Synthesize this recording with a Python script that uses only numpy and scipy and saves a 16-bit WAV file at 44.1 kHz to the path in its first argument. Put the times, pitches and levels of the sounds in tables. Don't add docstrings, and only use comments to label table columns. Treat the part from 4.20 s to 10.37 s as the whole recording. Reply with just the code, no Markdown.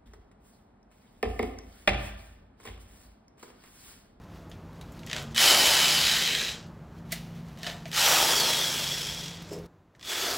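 import sys
import numpy as np
from scipy import signal
from scipy.io import wavfile
from scipy.ndimage import uniform_filter1d

SR = 44100
rng = np.random.default_rng(int(sys.argv[2]) if len(sys.argv) > 2 else 0)


def voltage_ratio(decibels):
    exponent = np.asarray(decibels, float) / 20
    return 10 ** exponent


def persist_wave(psi):
    counts = np.round(np.clip(psi, -1, 1) * 32767).astype(np.int16)
    wavfile.write(sys.argv[1], SR, np.atleast_2d(counts).T)


N = 272097
TIME = np.arange(N) / SR
SCENE_CHANGE_S = 5.466

# time in seconds, level in dB.
RATTLE_LEVEL = [
    [(0.82, -66), (0.86, -58), (0.89, -49.5), (0.95, -44.5), (0.974, -40), (1.088, -58.5), (1.14, -58)],
    [(1.145, -43.5), (1.181, -25), (1.213, -19), (1.257, -18.5), (1.353, -21.5), (1.923, -24.5),
     (2.291, -32), (2.447, -58.5), (2.58, -84)],
    [(3.37, -66), (3.41, -54), (3.472, -37.5), (3.64, -63)],
    [(3.7, -63), (3.734, -38), (3.78, -24.5), (3.85, -23), (4.25, -27), (4.844, -35), (5.098, -42),
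     (5.246, -53.5), (5.3, -53)],
    [(5.78, -81), (5.8, -67), (5.85, -44.5), (5.904, -32.5), (6.074, -32.5), (6.17, -35.5)],
]
# time of top speed in seconds, top commutator pitch in Hz, coasting loss in Hz per s.
ROTOR = [(0.97, 700, 3000), (1.25, 4000, 3040), (3.5, 700, 2500), (3.86, 5950, 4270), (5.99, 6560, 5600)]
# fan rush at top speed and at the end in dB,
# brush fizz at top speed and at the end in dB, grip rumble once the tool is turned in dB.
AIR = [(1, -5, -12.5, -15, -30.5), (-7, -23, -7, -17.5, -16.5), (3, -6, -12, -9.5, -32),
       (-4.5, -19.5, -4.5, -13, -16.5), (-4, -4.5, -6.5, -5, -7)]
# commutator pitch in dB, its octave in dB.
WHINE = [(-40, -40), (-22, -12), (-40, -40), (-10.5, -17), (-10.5, -16)]
# frequency in Hz, gain in dB.
SING = [
    [(2200, -16), (2900, 1), (3600, 2), (4550, 1), (4800, -7), (5050, -1), (5900, 0), (6600, -8)],
    [(3400, -10), (4000, 0), (5200, 0), (5600, -11), (9000, -10), (10500, -2)],
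]
# frequency in Hz, density in dB per Hz.
HOUSING = [(150, -52), (280, -9.5), (500, -3), (1000, -8), (1600, -5.5), (2500, -2), (3500, 0.5),
           (5200, -2.5), (6500, -5.5), (7900, -7.5), (8300, -11.5), (12000, -10), (15900, -12)]
# frequency in Hz, width in Hz, height over the rattle in dB.
HOUSING_RINGS = [
    [(650, 150, 7.5), (1910, 140, 4.5), (3300, 900, 4)],
    [(487, 290, -7.5), (580, 49, 6), (841, 100, 3.5), (2310, 52, 2.5), (3000, 100, 8.5), (3104, 110, 4.5),
     (4000, 370, 2.5), (4920, 580, 3.5), (10500, 760, 4)],
    [(1870, 420, 5.5), (2576, 550, 3), (3140, 150, 6.5), (3940, 290, 8.5)],
    [(698, 77, 15), (1820, 160, 7), (3000, 220, 7), (3800, 550, 5.5)],
    [(386, 91, -4), (727, 34, 0), (831, 150, 10), (1250, 350, 5), (3070, 400, 2.5), (5600, 210, 4),
     (10400, 300, -0.5)],
    [(910, 69, 7.5), (3320, 204, 12), (5490, 1200, 6.5), (7730, 170, 4.5), (10300, 200, 4.5)],
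    [(372, 120, 3.5), (3410, 100, 11.5), (7860, 300, 3.5)],
    [(390, 33, 11.5), (707, 37, 14.5), (1300, 160, 5), (3370, 110, 5), (4700, 1500, 5)],
]
# first side, last side (indices of HOUSING_RINGS),
# start and end of the turn in seconds.
FACING = [(0, 0, 0, 1), (1, 2, 1.8, 2.15), (3, 3, 0, 1), (4, 5, 3.98, 4.15), (6, 7, 5.96, 6.08)]
# frequency in Hz, density in dB per Hz.
RUMBLE = [(120, -28), (230, -5), (300, -7.5), (450, -0.5), (950, -12), (1500, -9.5), (3000, -39)]
# time in seconds, peak in dB, treble against it in dB.
KICKS = [(0.833, -38.5, -30), (0.872, -36, -17), (0.8987, -24.5, -23), (0.913, -21, -23),
         (0.9304, -18, -19), (0.947, -25, -23), (0.9643, -20, -14.5), (0.981, -28.5, -20), (1.025, -36, 0),
         (1.147, -27.5, -4), (1.154, -28.5, -18), (1.1617, -16.5, -14), (1.179, -9, -19.5),
         (3.4317, -26, -12), (3.4662, -23, -25), (3.487, -30, -27), (3.4995, -24.5, -27), (3.716, -29, -8),
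         (3.73, -25, -23), (3.7473, -24.5, -13.5), (5.7952, -43, -16), (5.8112, -37, -25),
         (5.828, -33.5, -28), (5.8444, -45, -16)]
# time in seconds, peak in dB, pitch in Hz, treble against it in dB.
CLICKS = [(0.0165, -54, 3000, -4), (0.298, -59.5, 6960, 13), (0.315, -40, 3300, -18), (0.53, -55, 4000, 0),
          (0.612, -40.5, 3980, -8), (0.721, -65, 7040, 18.5), (0.7926, -43, 4000, -8),
          (0.8644, -36.5, 7040, 2), (1.11, -47, 6000, -8), (1.118, -52.5, 5900, 3), (2.468, -69, 7040, 10),
          (2.781, -60, 6550, -10), (2.9208, -26, 4040, 1), (2.9252, -25, 2120, 0), (3.374, -43, 2930, -12),
          (3.387, -47.5, 6000, 2), (3.416, -50, 5000, -6), (3.6556, -30.5, 2300, -24),
          (3.6625, -39.5, 3000, -24), (3.68, -43, 6000, 1), (5.222, -46, 5000, 3), (5.3126, -44, 5170, -6),
          (5.331, -44, 5200, 3), (5.387, -48, 5000, 0), (5.439, -58, 4000, -6), (5.459, -51.5, 5000, 1),
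          (5.7497, -49.5, 1830, -25), (5.76, -68, 6000, 4)]
# time in seconds, level in dB.
KNOCKS = [(0.315, -42), (2.9255, -24.5), (3.374, -41), (3.387, -40), (3.6558, -26), (3.68, -55)]
# loudest moment in seconds, level in dB, swell in seconds, dying in seconds.
HANDS = [(0.044, -65, .1, 0.023), (0.16, -59, .15, .2), (0.33, -65, .02, 0.27), (0.56, -65, 0.093, .15),
         (0.63, -68, .02, 0.082), (0.776, -57.5, 0.2, 0.15), (2.786, -61.5, .09, 0.052),
         (2.922, -40.5, 0.014, 0.071), (2.96, -49, 0.11, 0.25), (3.162, -65, 0.058, 0.19),
         (3.29, -59.5, 0.16, .25), (3.4, -65, .08, .05), (3.69, -51, 0.11, .08),
         (5.335, -46.5, 0.061, 0.061), (5.4, -59, 0.43, .3)]
# frequency in Hz, density in dB per Hz.
RUSTLE = [(710, -26.5), (1200, -9.5), (1570, -8.5), (1810, -2), (3070, -3), (5940, -8), (8490, -16),
          (14700, -17), (15900, -18)]
# frequency in Hz, width in Hz, height in dB.
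SCRAPE_RINGS = [(5200, 320, 13), (7500, 1300, 12), (2200, 2200, -4)]
# loudest moment in seconds, level in dB, swell in seconds, dying in seconds.
SCUFF = [
    (5.318, -34.5, .012, 0.08),
    (5.372, -37.5, .05, 0.11),
]
# frequency in Hz, width in Hz, level in dB.
SCUFF_RINGS = [(410, 36, 0), (680, 40, -18), (480, 50, -11), (320, 60, -11), (450, 300, -29)]
# frequency in Hz, density in dB per Hz.
YARD = [(13, -49.5), (22, -15.5), (76, -10), (160, -2), (242, -8.5), (285, -8), (431, -13.5), (932, -17.5),
        (1410, -22.5), (2380, -32.5), (7560, -44), (8440, -49.5), (15900, -49.5)]
# frequency in Hz, width in Hz, height over the yard in dB.
HUM = [(57, 16, 14), (96, 16, 9)]
# time in seconds, level in dB.
YARD_LEVEL = [(0, -49.5), (1, -47), (2, -50), (5.46, -49.5), (5.475, -60.5), (5.7, -65), (5.9, -58),
              (6.17, -53)]
MACHINE_HZ = [142.4, 168, 226.8]
# time in seconds, level in dB.
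MACHINE_LEVEL = [
    [(0.0, -76), (0.6, -57), (1.0, -44.5), (1.3, -54), (1.77, -47.5), (2.68, -55), (3.05, -46.5),
     (3.44, -54), (3.61, -50), (3.9, -55.5), (4.23, -52), (4.81, -47.5), (5.46, -59)],
    [(0.0, -53), (0.58, -51.5), (1.2, -64), (1.63, -47), (1.9, -54), (2.68, -50.5), (2.95, -43),
     (3.46, -46), (3.88, -54.5), (4.97, -48), (5.28, -48.5), (5.4, -43), (5.46, -47), (5.475, -57),
     (5.56, -68)],
    [(0.0, -79), (0.58, -62), (1.1, -46.5), (1.77, -49.5), (2.68, -58), (2.95, -53.5), (3.46, -57.5),
     (4.23, -49.5), (4.81, -62), (5.46, -64)],
]


def tool():
    out = np.zeros(N)
    for row in zip(RATTLE_LEVEL, FACING, AIR, ROTOR, WHINE):
        add(out, *pull(*row))
    add_kicks(out)
    add_clicks(out)
    for s, db in KNOCKS:
        add(out, s, handle_knock(db))
    add_hands(out)
    add_scuff(out)
    return out


def pull(level, facing, air_db, rotor, whine_db):
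    s, db = columns(level)
    t = s + np.arange(len(db)) / SR
    top_s = rotor[0]
    spin, hz = rotor_speed(t, rotor)
    linger_db = 0.61 * np.maximum(db.max() - db - 14.5, 0) * (t > top_s)
    marks = [s, top_s + 0.062, t[-1]]
    rush_db = np.interp(t, marks, [air_db[0] - 11, *air_db[:2]]) + linger_db
    fizz_db = np.interp(t, marks, [air_db[2] - 4, *air_db[2:4]]) - 0.74 * linger_db
    drive, lumps = gear_drive(hz)
    turned = np.interp(t, facing[2:], [0, 1])
    calm = np.clip(linger_db / 14, 0, 1)
    rush, rattle, fizz = housing(drive, facing, turned, calm)
    whine = commutator_whine(spin, hz, whine_db)
    grip = evened(colour(rng.standard_normal(len(t)), RUMBLE))
    rumble = turned * voltage_ratio(air_db[4] + linger_db) * grip
    sound = rumble + rattle + voltage_ratio(rush_db) * rush + voltage_ratio(fizz_db) * fizz + lumps * whine * np.sqrt(2)
    return s, voltage_ratio(db) * sound


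def rotor_speed(t, rotor):
    top_s, top_hz, loss = rotor
    spin = np.clip((t - t[0]) / (top_s - t[0]), 0, 1) ** 0.9
    coasting = spin * top_hz - loss * np.maximum(t - top_s, 0)
    return spin, np.maximum(coasting, 200)


def gear_drive(hz):
    n = len(hz)
    chance = np.clip((1500 + 1.2 * hz) / SR, 0, 1)
    strength = voltage_ratio(3.5 * np.minimum(rng.exponential(1, n), 4))
    taps = strength * (rng.random(n) < chance) * rng.choice([-1., 1.], n)
    taps = evened(taps / np.sqrt(chance))
    lumps = voltage_ratio(drift(n, 200))
    return patchy(lumps * taps + 0.8 * rng.standard_normal(n), depth_db=1.3), lumps


def housing(drive, facing, turned, calm):
    first = np.array(split(colour(drive, HOUSING, HOUSING_RINGS[facing[0]])))
    last = np.array(split(colour(drive, HOUSING, HOUSING_RINGS[facing[1]])))
    bare = np.array(split(colour(drive, HOUSING)))
    return (1 - calm) * ((1 - turned) * first + turned * last) + calm * bare


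def commutator_whine(spin, hz, whine_db):
    shake = 1 + .004 * drift(len(hz), 200)
    angle = 2 * np.pi * np.cumsum(hz * shake) / SR
    whine = np.zeros(len(hz))
    for k, (db, sing) in enumerate(zip(whine_db, SING), start=1):
        whine += voltage_ratio(db + np.interp(k * hz, *np.transpose(sing))) * np.sin(k * angle)
    return whine * spin ** 6 * voltage_ratio(2.2 * drift(len(hz), 1500))


def add_kicks(out):
    for s, db, treble_db in KICKS:
        side = 3 * (int(s > 3) + int(s > 5.5))
        add(out, s, burst(db, .045, treble_db, HOUSING_RINGS[side]))


def add_clicks(out):
    for s, db, hz, treble_db in CLICKS:
        add(out, s, burst(db, .085, treble_db, [(hz, 0.12 * hz, 11)]))


def burst(db, t60, treble_db, rings):
    t = np.arange(6000) / SR
    decay = voltage_ratio(-60 * t / t60) + 1.9 * voltage_ratio(-60 * t / .006)
    x = colour(rng.standard_normal(len(t)) * decay, RUSTLE, rings, size=2048)
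    low, middle, high = split(x)
    return voltage_ratio(db) * (0.19 * low + middle + voltage_ratio(treble_db) * high) / abs(middle).max()


def handle_knock(db):
    t = np.arange(6000) / SR
    hz, t60, rise_s = 662, 0.037, 0.0052
    return voltage_ratio(db - 60 * t / t60) * np.sin(2 * np.pi * hz * t) * (1 - np.exp(-t / rise_s))


def add_hands(out):
    grains = rng.standard_normal(N) * voltage_ratio(1.2 * drift(N, 150))
    for row in HANDS:
        s, gain = stroke(*row)
        part = grains[round(s * SR):][:len(gain)]
        add(out, s, gain * evened(colour(part, RUSTLE, SCRAPE_RINGS if s > 5 else ())))


def add_scuff(out):
    judder_hz, depth = 52.8, 0.49
    for row in SCUFF:
        s, gain = stroke(*row)
        judder = 1 - depth * (np.arange(len(gain)) * judder_hz / SR % 1)
        slips = judder ** 2 * rng.standard_normal(len(gain))
        rung = np.zeros(len(gain))
        for hz, width, db in SCUFF_RINGS:
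            rung += voltage_ratio(db) * resonate(resonate(slips, hz, width), hz, 2 * width)
        add(out, s, np.sqrt(np.mean(gain ** 2)) * evened(gain * rung))


def stroke(s, db, swell, dying):
    edge_db = db - 20
    start, level_db = columns([(max(s - swell, 0), edge_db), (s, db), (s + dying, edge_db)])
    return start, voltage_ratio(level_db[:max(round((SCENE_CHANGE_S - start) * SR), 1)])


def porch(x):
    t = np.arange(SR // 3) / SR
    wall_s, wall_db, t60, tail_db = .0031, -20, .2, -15
    echoes = rng.choice([-1., 1.], len(t)) * (rng.random(len(t)) < 2000 / SR)
    tail = signal.lfilter([1], [1, -.4], echoes * voltage_ratio(-60 * t / t60) * (t > .006))
    tail = voltage_ratio(tail_db) * tail / np.linalg.norm(tail)
    tail[0] = 1
    tail[round(wall_s * SR)] += voltage_ratio(wall_db)
    return signal.fftconvolve(x, tail / np.linalg.norm(tail))[:N]


def yard():
    wash = colour(rng.standard_normal(N + SR), YARD, HUM, size=32768)[SR:]
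    low = signal.sosfiltfilt(signal.butter(2, 280, fs=SR, output="sos"), wash)
    upper = voltage_ratio(1.5 + 3 * (TIME > SCENE_CHANGE_S)) * (wash - low)
    wash = voltage_ratio(np.interp(TIME, *np.transpose(YARD_LEVEL))) * (low + upper) / np.std(low)
    for hz, rows in zip(MACHINE_HZ, MACHINE_LEVEL):
        start, level_db = columns(rows)
        waver = evened(resonate(rng.standard_normal(len(level_db)), hz, 9))
        tone = np.sqrt(2) * np.sin(2 * np.pi * hz * TIME[:len(waver)])
        add(wash, start, voltage_ratio(level_db) * evened(tone + .5 * waver))
    return wash


def evened(x):
    return x / np.sqrt(np.mean(x ** 2) + 1e-20)


def drift(n, smooth):
    return evened(uniform_filter1d(rng.standard_normal(n), smooth))


def add(mix, s, sound):
    part = mix[round(s * SR):][:len(sound)]
    part += sound[:len(part)]


def columns(rows):
    s, *values = np.transpose(rows)
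    t = np.arange(s[0], s[-1], 1 / SR)
    return s[0], *(np.interp(t, s, v) for v in values)


def colour(x, spectrum, rings=(), size=8192):
    hz = np.abs(np.fft.fftfreq(size, 1 / SR))
    f, db = np.transpose(spectrum)
    gain = voltage_ratio(np.interp(np.log(hz + 1), np.log(f + 1), db))
    for centre, width, height_db in rings:
        gain = gain * (1 + (voltage_ratio(height_db) - 1) / (1 + (2 * (hz - centre) / width) ** 2))
    taps = np.fft.ifft(np.exp(np.conj(signal.hilbert(np.log(gain + 1e-5))))).real
    return signal.fftconvolve(x, taps[:size // 2])[:len(x)]


def split(x):
    parts = []
    for edge_hz, kind in [(1500, "low"), ([1500, 8000], "band"), (8000, "high")]:
        parts.append(evened(signal.sosfilt(signal.butter(4, edge_hz, kind, fs=SR, output="sos"), x)))
    return parts


def resonate(x, hz, width):
    turn = np.exp(2j * np.pi * np.cumsum(hz * np.ones(len(x))) / SR)
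    r = np.exp(-np.pi * width / SR)
    return 2 * (turn * signal.lfilter([1 - r], [1, -r], x / turn)).real


def patchy(x, depth_db):
    z = signal.stft(x, nperseg=512, noverlap=384)[2]
    patches = uniform_filter1d(rng.standard_normal(z.shape), size=4, axis=0)
    patches = evened(uniform_filter1d(patches, size=14, axis=1))
    return evened(signal.istft(z * voltage_ratio(depth_db * patches), nperseg=512, noverlap=384)[1][:len(x)])


def scene():
    duck = np.interp(TIME, SCENE_CHANGE_S + np.array([0, .006, .2, .25]), [1, .05, .05, 1])
    mono = duck * porch(tool()) + yard()
    return np.array([mono, mono])


def top_cut(x):
    return signal.sosfilt(signal.butter(12, 16980, fs=SR, output="sos"), x)


def record(dry):
    rounded = np.tanh(dry / .9) * .9
    edge = signal.firwin(511, 15900, window=("kaiser", 9), fs=SR)
    finished = signal.oaconvolve(rounded, edge[None], "same")
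    return top_cut(finished)


dry = scene()
out = record(dry)
persist_wave(out)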